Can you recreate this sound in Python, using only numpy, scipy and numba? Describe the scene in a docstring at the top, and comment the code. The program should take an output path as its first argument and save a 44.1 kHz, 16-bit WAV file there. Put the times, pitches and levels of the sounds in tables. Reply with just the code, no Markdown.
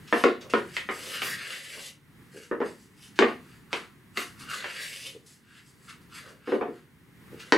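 """Wooden clacks and counter booms, rasping and hissing scrapes, soft tumbling, a faint ventilation hum.
A wooden spoon turns floured meat cubes in a mixing bowl on a wooden counter in a small tiled room.
Knocks are noise bursts and damped modes of bowl wall and counter; two long scoops and many short strokes
are random slip grains through a moving resonant high-pass; cubes are dense bumps and crumbling noise;
ventilation is coloured noise."""
import sys
import numpy as np
from scipy import signal
from scipy.fft import rfft, irfft, next_fast_len
from scipy.io import wavfile
from numba import njit

SR = 44100
rng = np.random.default_rng(int(sys.argv[2]) if len(sys.argv) > 2 else 0)


def dump_mix(stems):
    """Bounce the given channels to the path in sys.argv[1] as a 16-bit WAV at rate SR."""
    frames = np.atleast_2d(stems).T  # one column per channel
    limited = np.clip(frames, -1, 1)  # hard clip at full scale
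    pcm = np.round(limited * 32767).astype(np.int16)
    wavfile.write(sys.argv[1], SR, pcm)


N = 333837
TIME = np.arange(N) / SR  # s
RING = np.arange(SR // 2) / SR  # time since a blow, s
LEFT_RIGHT = np.array([[1], [-1]])  # sign of the side signal
# a movement gains RISE_DB over its rise, holds, then dies away at a steady rate
RISE_DB, RELEASE_DB_PER_S = 18.5, 196

# two long scoops under the meat and up the tilted wall, levels before trims:
# each (time [s], rasp level [dB], flour hiss level [dB])
SCOOP_PATHS = [
    [(0.96, -49, -48), (1.148, -36, -42.5), (1.202, -37.5, -48), (1.232, -35.5, -38.5), (1.316, -36, -39),
     (1.374, -42.5, -52.5), (1.536, -37.5, -46), (1.602, -45.5, -50.5), (1.878, -45.5, -47),
     (1.96, -80, -77)],
    [(4.47, -51.5, -63), (4.5, -35.5, -45), (4.572, -38.5, -47), (4.638, -40.5, -55.5), (4.644, -37.5, -53),
     (4.696, -44, -51), (4.818, -37, -44), (5.02, -50.5, -48.5), (5.068, -41, -46), (5.14, -60, -59)],
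]
# flour hiss spectrum: (frequency [Hz], density [dB per Hz])
FLOUR_SPECTRUM = [(2000, -16), (4000, 0.5), (6000, 2.5), (8000, 0.5), (10800, 1), (12500, -10),
                  (15500, -32.5)]


def undb(db):
    """Decibels to gain."""
    return 10 ** (np.asarray(db) / 20)


def unit(x):
    """Scale to rms 1."""
    return x / np.sqrt(np.mean(x ** 2))


def curves(table):
    """The dB columns of a timed table, sample by sample, dying away beyond both ends."""
    s, *columns = np.transpose(table)
    outside_s = np.abs(TIME - np.clip(TIME, s[0], s[-1]))
    return [np.interp(TIME, s, c) - RELEASE_DB_PER_S * outside_s for c in columns]


def colour(x, points):
    """Causal minimum-phase filter with a (Hz, dB) response, built from its cepstrum."""
    size = 2 * next_fast_len(x.shape[-1] // 2 + 2048)
    hz, db = np.transpose(points)
    bin_hz = np.arange(size // 2 + 1) * SR / size
    log_gain = np.log(undb(np.interp(np.log(bin_hz + 1), np.log(hz), db)))
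    cepstrum = irfft(log_gain)
    cepstrum[1:size // 2] *= 2
    cepstrum[size // 2 + 1:] = 0
    response = np.exp(rfft(cepstrum))
    return irfft(rfft(x, size) * response)[..., :x.shape[-1]]


def walk(rate_hz):
    """Random wander with a spread near 1: straight lines between rate_hz random knots per second."""
    knots = rng.standard_normal(N // 100)
    return np.interp(TIME * rate_hz, np.arange(len(knots)), knots)


def fade(t60_s):
    """Exponential decay after a blow."""
    return np.exp(-np.log(1000) * RING / t60_s)


def burst(t60_s):
    """Decaying noise of energy 1: many modes too close to tell apart."""
    x = rng.standard_normal(len(RING)) * fade(t60_s)
    return x / np.linalg.norm(x)


def ring(modes, scatter_db, detune):
    """Damped modes of total energy 1; each point of contact weights and detunes them anew."""
    x = 0
    for hz, db, t60_s in modes:
        size, shift, side = rng.standard_normal(3)
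        gain = np.sign(side) * undb(db + scatter_db * size)
        mode_hz = hz * (1 + detune * shift)
        x = x + gain * fade(t60_s) * np.sin(2 * np.pi * mode_hz * RING)
    return x / np.linalg.norm(x)


def grains(rate_hz, spread_db):
    """Tiny slips at random moments, most weak and a few strong, rms 1."""
    happens = rng.random(N) < rate_hz / SR
    sign = rng.choice([-1, 1], N)
    strength = undb(spread_db * np.minimum(rng.exponential(size=N), 4))
    return unit(happens * sign * strength)


@njit
def highpass(x, hz, damping):
    """Resonant second-order high-pass with a moving edge."""
    y, band, low = np.empty(len(x)), 0., 0.
    for i in range(len(x)):
        g = np.tan(np.pi * hz[i] / SR)
        v = (band + g * (x[i] - low)) / (1 + g * (g + damping))
        y[i] = x[i] - damping * v - (low + g * v)
        band, low = 2 * v - band, low + 2 * g * v
    return y


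def kitchen(direct_db, build_s):
    """Stereo response of the room: the direct sound, then dense echoes from tiles and cupboards."""
    # side against mid: (frequency [Hz], level [dB])
    room_width = [(200, -3.5), (500, -13.5), (1100, -7), (2200, -5.5), (4000, -5.5), (7000, -50.5),
                  (13000, -14)]
    t60_s, treble_t60_s = 0.27, 0.23
    split = signal.butter(2, 4000, fs=SR, output="sos")
    noise = rng.standard_normal((2, len(RING)))
    dull = signal.sosfilt(split, noise)
    echoes = dull * fade(t60_s) + (noise - dull) * fade(treble_t60_s)
    echoes = echoes * (1 - np.exp(-RING / build_s))
    mid, side = echoes / np.linalg.norm(echoes, axis=1, keepdims=True)
    mid[0] += undb(direct_db)  # relative to all echoes together
    return (mid + LEFT_RIGHT * colour(side, room_width)) / np.linalg.norm(mid)


def in_room(x, room):
    """A sound as it arrives through the room."""
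    return signal.fftconvolve(x[None], room, axes=1)[:, :len(x)]


def struck(x, db):
    """Set the rms level of the first 30 ms of a blow."""
    return x * undb(db) / np.sqrt(np.mean(x[:, :int(.03 * SR)] ** 2))


def swell(s, rise_s, hold_s):
    """Gain of one short movement: it speeds up, holds and dies away."""
    before_s = np.maximum(s - TIME, 0)
    after_s = np.maximum(TIME - s - hold_s, 0)
    return undb(-RISE_DB * before_s / max(rise_s, .003) - RELEASE_DB_PER_S * after_s)


def ventilation(gain_db, waver_db):
    """Steady low rush of air with a faint hiss: coloured stereo noise whose level wavers."""
    # spectrum of the air: (frequency [Hz], density [dB per Hz])
    air_spectrum = [(25, -28), (60, -9.5), (150, 1), (300, -6.5), (430, -13), (600, -27), (1000, -19),
                    (1500, -19.5), (1950, -17), (2400, -24), (4500, -33), (7000, -34), (11000, -31.5),
                    (15500, -35)]
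    # side against mid: (frequency [Hz], level [dB])
    air_width = [(30, 2), (130, -12), (400, -8), (1500, -7.5), (4000, 1.5), (8000, -23), (13000, -2.5)]
    mid, side = colour(rng.standard_normal((2, N)), air_spectrum)
    rush = (mid + LEFT_RIGHT * colour(side, air_width)) / np.std(mid)
    return rush * undb(-57.5 + gain_db + waver_db * walk(rate_hz=4.5))


def tumbling(room, scoop_db, slump_db):
    """Soft, dense bumps of the cubes against the bowl: pushed along by each scoop, or slumping by themselves."""
    # heap of cubes slumps over, before trim: (full speed at [s], rise [s], hold [s], level [dB])
    slumps = [(0.423, 0.054, 0.088, -48.5), (0.688, .1, 0.08, -53), (1.0, .15, 0.071, -48.5),
              (1.742, 0.056, .03, -44), (6.287, 0.11, 0.014, -53), (7.499, 0.077, .02, -50.5)]
    # bump spectrum: (frequency [Hz], density [dB per Hz])
    tumble_spectrum = [(80, -21.5), (200, -6.5), (350, -4), (520, 6.5), (650, -4.5), (850, -11),
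                       (1200, -9.5), (2500, -32)]
    pushed = sum(undb(curves(scoop)[0] + scoop_db) for scoop in SCOOP_PATHS)
    slumping = sum(swell(s, rise_s, hold_s) * undb(db + slump_db) for s, rise_s, hold_s, db in slumps)
    bumps = unit(colour(grains(rate_hz=550, spread_db=6.5), tumble_spectrum))
    return in_room(bumps * np.hypot(pushed, slumping), room)


def pats(pat_db, puff_db):
    """A floury cube peels off the wall and lands softly: a crumble of tiny contacts and a puff of powder. The
    same soft crumble at 3.156 s is the spoon's brief swish leading into the stroke after it."""
    # landings, and at 3.156 s a spoon swish, before trims: (time [s], pat level [dB], flour puff level [dB])
    landings = [(0.0744, -39.5, -70), (0.4086, -38, -62), (0.497, -34.5, -46), (0.7367, -39, -59),
                (3.156, -43, -61.5), (4.3934, -49, -45), (5.061, -44.5, -66), (5.261, -60, -49.5),
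                (5.888, -45, -49.5), (6.0117, -66, -62), (6.286, -61, -55), (7.3947, -37, -59)]
    # pat spectrum: (frequency [Hz], density [dB per Hz])
    pat_spectrum = [(700, -17), (1250, -1.5), (1900, -3), (2700, 1.5), (3800, -1.5), (6000, -3.5),
                    (10000, -21)]
    out = np.zeros((2, N + len(RING)))
    for s, pat, puff in landings:
        contacts = burst(t60_s=0.11) * (1 - fade(t60_s=0.016))  # soft onset
        crumble = in_room(contacts, kitchen(direct_db=-2.5, build_s=0.0013))
        landing = struck(colour(crumble, pat_spectrum), pat + pat_db)
        landing += struck(colour(crumble, FLOUR_SPECTRUM), puff + puff_db)
        start = int(s * SR)
        out[:, start:start + len(RING)] += landing
    return out[:, :N]


def judders(slip_hz, ring_t60_s):
    """The foot of the bowl slips a few times in quick succession; the dull thuds swell and die away."""
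    # foot on the counter: (start [s], length [s], level [dB])
    foot_slips = [(2.333, 0.073, -47), (5.133, 0.042, -46.5), (7.316, 0.039, -44)]
    # thud spectrum: (frequency [Hz], density [dB per Hz])
    judder_spectrum = [(150, -24), (350, 3), (470, 8.5), (580, -8), (800, -22.5), (2500, -38)]
    out = np.zeros(N + len(RING))
    for s, length_s, db in foot_slips:
        thuds = 0
        for delay_s in np.arange(0, length_s, 1 / slip_hz):
            force = np.sin(np.pi * (0.072 + 0.85 * delay_s / length_s))
            thud = burst(ring_t60_s) + undb(-3.0) * burst(t60_s=0.35)
            thuds = thuds + force * np.roll(thud, int(delay_s * SR))
        start = int(s * SR)
        # scaled so that db is the rms over the judder's own length
        level = undb(db) * np.sqrt(length_s / RING[-1])
        out[start:start + len(RING)] += unit(colour(thuds, judder_spectrum)) * level
    return out[:N]


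def spoon_motion(scoop_rasp_db, scoop_hiss_db):
    """Gains of rasp and hiss and the pitch of the rasp; it is lowest at the bowl's bottom, rising up the wall."""
    # per scoop: (at the bottom [s], pitch there [Hz], climb [octaves per s])
    scoop_arcs = [(1.27, 1523, 1), (4.5, 1420, 1.4)]
    # short strokes through the flour, before trims:
    # (full speed at [s], rise [s], hold [s], rasp level [dB], flour hiss level [dB], rasp pitch [Hz])
    strokes = [(0.183, .13, 0.027, -39.5, -45, 1804), (0.247, .02, 0.051, -43, -70, 1800),
               (0.527, .04, .06, -45.5, -55, 1720), (0.767, .16, .005, -44, -47.5, 1780),
               (0.91, .03, 0.044, -59, -51.5, 1767), (2.37, 0.099, 0.058, -53, -54, 1650),
               (2.66, 0.043, 0.038, -54.5, -55.5, 1817), (2.813, 0.18, 0.018, -79, -59.5, 1920),
               (3.039, 0.087, 0.009, -54, -52, 2040), (3.183, .03, .11, -44.5, -59.5, 1770),
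               (3.5, 0.2, 0.059, -59.5, -64, 1450), (3.729, .025, 0.034, -39, -48, 1222),
               (4.174, 0.026, 0.033, -36.5, -39, 1281), (4.403, 0.038, 0.024, -46, -51, 1330),
               (5.275, .035, .05, -63.5, -56, 1900), (5.538, 0.12, 0.042, -54, -62, 1570),
               (5.671, 0.079, 0.022, -73.5, -60, 1506), (5.85, 0.11, .02, -61.5, -57.5, 1340),
               (5.884, 0.017, 0.012, -46.5, -61, 1340), (6.144, .035, 0.032, -42, -47.5, 1400),
               (6.28, .14, 0.0092, -53, -61, 1269), (6.494, 0.093, 0.055, -48.5, -60.5, 1385),
               (6.753, 0.11, 0.0038, -56.5, -66, 1400), (7.402, 0.074, 0.1, -51.5, -59, 1570)]
    moves = []
    for scoop, (bottom_s, hz, climb) in zip(SCOOP_PATHS, scoop_arcs):
        rasp_db, hiss_db = curves(scoop)
        octaves = np.minimum(climb * np.abs(TIME - bottom_s), 1)
        moves.append((undb(rasp_db + scoop_rasp_db), undb(hiss_db + scoop_hiss_db), hz * 2 ** octaves))
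    for s, rise_s, hold_s, rasp_db, hiss_db, hz in strokes:
        speed = swell(s, rise_s, hold_s)
        moves.append((speed * undb(rasp_db), speed * undb(hiss_db), hz))
    rasp_power = sum(rasp ** 2 for rasp, _, _ in moves)
    hiss_power = sum(hiss ** 2 for _, hiss, _ in moves)
    edge_hz = sum(rasp ** 2 * hz for rasp, _, hz in moves) / rasp_power
    return np.sqrt(rasp_power), np.sqrt(hiss_power), edge_hz


def wall_spots(x, ring_t60_s, shift_hz, count):
    """The contact wanders over the wall; every spot has its own brief resonances and its own echoes."""
    nearness = np.exp(.8 * np.array([walk(shift_hz) for _ in range(count)]))
    nearness /= np.linalg.norm(nearness, axis=0)
    out = 0
    for share in nearness:
        spot = in_room(burst(ring_t60_s), kitchen(direct_db=4.5, build_s=0.0017))
        out = out + in_room(share * x, spot)
    return out


def scraping(rasp_db, hiss_db, fine_db, pressure_db, brightening):
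    """Wood sticks and slips on flour: coarse slips rasp in the wall, fine powder hisses above them."""
    # spectra of rasp and finest hiss: (frequency [Hz], density [dB per Hz])
    rasp_spectrum = [(500, 2.5), (2050, 0), (2700, -1.5), (4200, -1), (6000, -19), (10000, -41.5)]
    fine_spectrum = [(8000, -21), (13000, 2), (15500, -9.5)]
    rasp_gain, hiss_gain, edge_hz = spoon_motion(scoop_rasp_db=1.0, scoop_hiss_db=1.5)
    slips = highpass(grains(rate_hz=3000, spread_db=3.8), edge_hz, .44)
    slips = highpass(slips, .8 * edge_hz, 1.0)
    powder = grains(rate_hz=6000, spread_db=1.5)
    rasp = unit(colour(slips, rasp_spectrum)) * rasp_gain * undb(rasp_db)
    hiss = unit(colour(powder, FLOUR_SPECTRUM)) * hiss_gain * undb(hiss_db)
    # only the strongest hiss reaches the very top
    fine_gain = undb(fine_db) * (hiss_gain / hiss_gain.max()) ** brightening
    fine = unit(colour(rng.standard_normal(N), fine_spectrum)) * fine_gain
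    pressure = undb(pressure_db * walk(rate_hz=59))
    return wall_spots((rasp + hiss + fine) * pressure, ring_t60_s=0.017, shift_hz=12, count=8)


def knocks(boom_db, hollow_db, rim_db, tick_db, modes_db, crack_db):
    """Each blow cracks at the contact, rings the wall of the bowl and booms through the counter."""
    # spoon and bowl, before trims:
    # (time [s], counter boom [dB], hollow wall [dB], rim [dB], contact tick [dB])
    blows = [(0.1262, -23.5, -23.5, -27, -49), (0.2388, -17, -21.5, -28.5, -39),
             (0.5369, -21.5, -23.5, -32, -45.5), (0.767, -51.5, -44, -29.5, -41.5),
             (0.889, -35.5, -34, -34, -64), (1.2195, -44, -39.5, -32, -42), (2.5129, -28, -35, -51, -74),
             (2.6034, -29, -38, -49.5, -65), (2.616, -28.5, -34.5, -46.5, -68),
             (3.1899, -19, -23.5, -25, -33), (3.2231, -20.5, -23, -28.5, -47),
             (3.7299, -37.5, -34.5, -31, -39), (4.173, -38.5, -38, -31.5, -38.5),
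             (4.6432, -49, -39, -39, -52), (6.474, -32, -41, -52, -71), (6.5204, -23.5, -34.5, -43, -65),
             (6.533, -25.5, -43, -56, -71), (6.6116, -29.5, -33, -46.5, -70),
             (6.682, -35.5, -64.5, -65, -84), (7.5227, -20, -20.5, -25, -30)]
    # modes of bowl on counter and of bowl wall: (frequency [Hz], relative level [dB], t60 [s])
    counter_modes = [(226.4, -12.5, .26), (250, -21, 0.55), (294.3, -9, 0.24), (328.8, -13, 0.29),
                     (348.5, -10.5, 0.37), (377.6, -2, 0.26), (415.5, -3.5, 0.24), (468, -3, 0.25),
                     (486, -4.5, 0.12), (545, -13.5, 0.27)]
    wall_modes = [(645, -14, 0.054), (710, 3.5, 0.22), (989, -19, 0.067), (1052.6, 0.5, 0.13),
                  (1215, 5, 0.097), (1320, -3, 0.03), (1462, 7.5, 0.047), (1820, -2, 0.069),
                  (1960, 4, 0.056), (2090, 1.5, 0.04), (2330, -15, 0.061), (2770, 3, 0.072),
                  (4220, 4, 0.027)]
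    # spectra: (frequency [Hz], density [dB per Hz]); boom_band shapes modes and boom noise together
    boom_spectrum = [(25, -72), (70, -57.5), (150, -26), (215, -6), (260, -4), (400, 3), (520, -2.5),
                     (700, -17), (1200, -52.5)]
    boom_band = [(25, -53.5), (80, -33.5), (150, -5.5), (220, 1.5), (400, -2), (600, 0), (1500, -20.5)]
    hollow_spectrum = [(350, -20), (620, -1), (760, -1), (1050, -0.5), (1400, -2.5), (1900, -8),
                       (3000, -56.5)]
    rim_spectrum = [(900, -23.5), (1400, -17), (1800, 1), (2300, 0), (3000, -5.5), (3800, -14.5),
                    (6000, -65.5)]
    tick_spectrum = [(1800, -29.5), (3000, 3), (4200, 2), (6000, -8), (8000, -11), (11000, -28),
                     (15000, -62)]
    # the sharper the tick, the more the direct sound stands out; at crisp_tick_db it equals the echoes
    crisp_tick_db, direct_db_per_tick_db = -29.5, 0.17
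    out = np.zeros((2, N + len(RING)))
    for s, boom, hollow, rim, tick in blows:
        wall = undb(modes_db) * ring(wall_modes, scatter_db=10.5, detune=0.0033)
        wall = wall + undb(crack_db) * burst(t60_s=0.023)
        wall[0] += 1  # contact impulse
        # the bowl has moved and tilted since the last blow, so the echoes differ
        direct_db = direct_db_per_tick_db * (tick - crisp_tick_db)
        wall = in_room(wall, kitchen(direct_db, build_s=0.0011))
        counter = ring(counter_modes, scatter_db=2.5, detune=.005)
        counter = counter + undb(14.5) * colour(burst(t60_s=0.28), boom_spectrum)
        counter = counter + LEFT_RIGHT * undb(5.5) * colour(burst(t60_s=0.27), boom_spectrum)
        blow = struck(colour(counter, boom_band), boom + boom_db)
        blow += struck(colour(wall, hollow_spectrum), hollow + hollow_db)
        blow -= struck(colour(wall, rim_spectrum), rim + rim_db)
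        blow += struck(colour(wall, tick_spectrum), tick + tick_db)
        start = int(s * SR)
        out[:, start:start + len(RING)] += blow
    return out[:, :N]


def scene():
    """The bowl sits near the middle, a shade to the left, over the ventilation."""
    bowl = knocks(boom_db=0.33, hollow_db=0.56, rim_db=0.0, tick_db=2.0, modes_db=-16, crack_db=-4)
    bowl += scraping(rasp_db=-0.68, hiss_db=0.16, fine_db=-42.5, pressure_db=1.5, brightening=2.1)
    bowl += tumbling(kitchen(direct_db=-6.5, build_s=0.0027), scoop_db=-16, slump_db=-0.6)
    bowl += pats(pat_db=-10.5, puff_db=-8)
    bowl += judders(slip_hz=75.9, ring_t60_s=0.039)
    left_db = .25  # left up, right down by this much
    return bowl * undb(left_db * LEFT_RIGHT) + ventilation(gain_db=0.65, waver_db=3.5)


def record(dry):
    """A clean microphone with a steep cut at the top."""
    top_hz = 15750
    return signal.sosfilt(signal.ellip(10, .2, 80, top_hz, fs=SR, output="sos"), dry)


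dry = scene()
out = record(dry)
dump_mix(out)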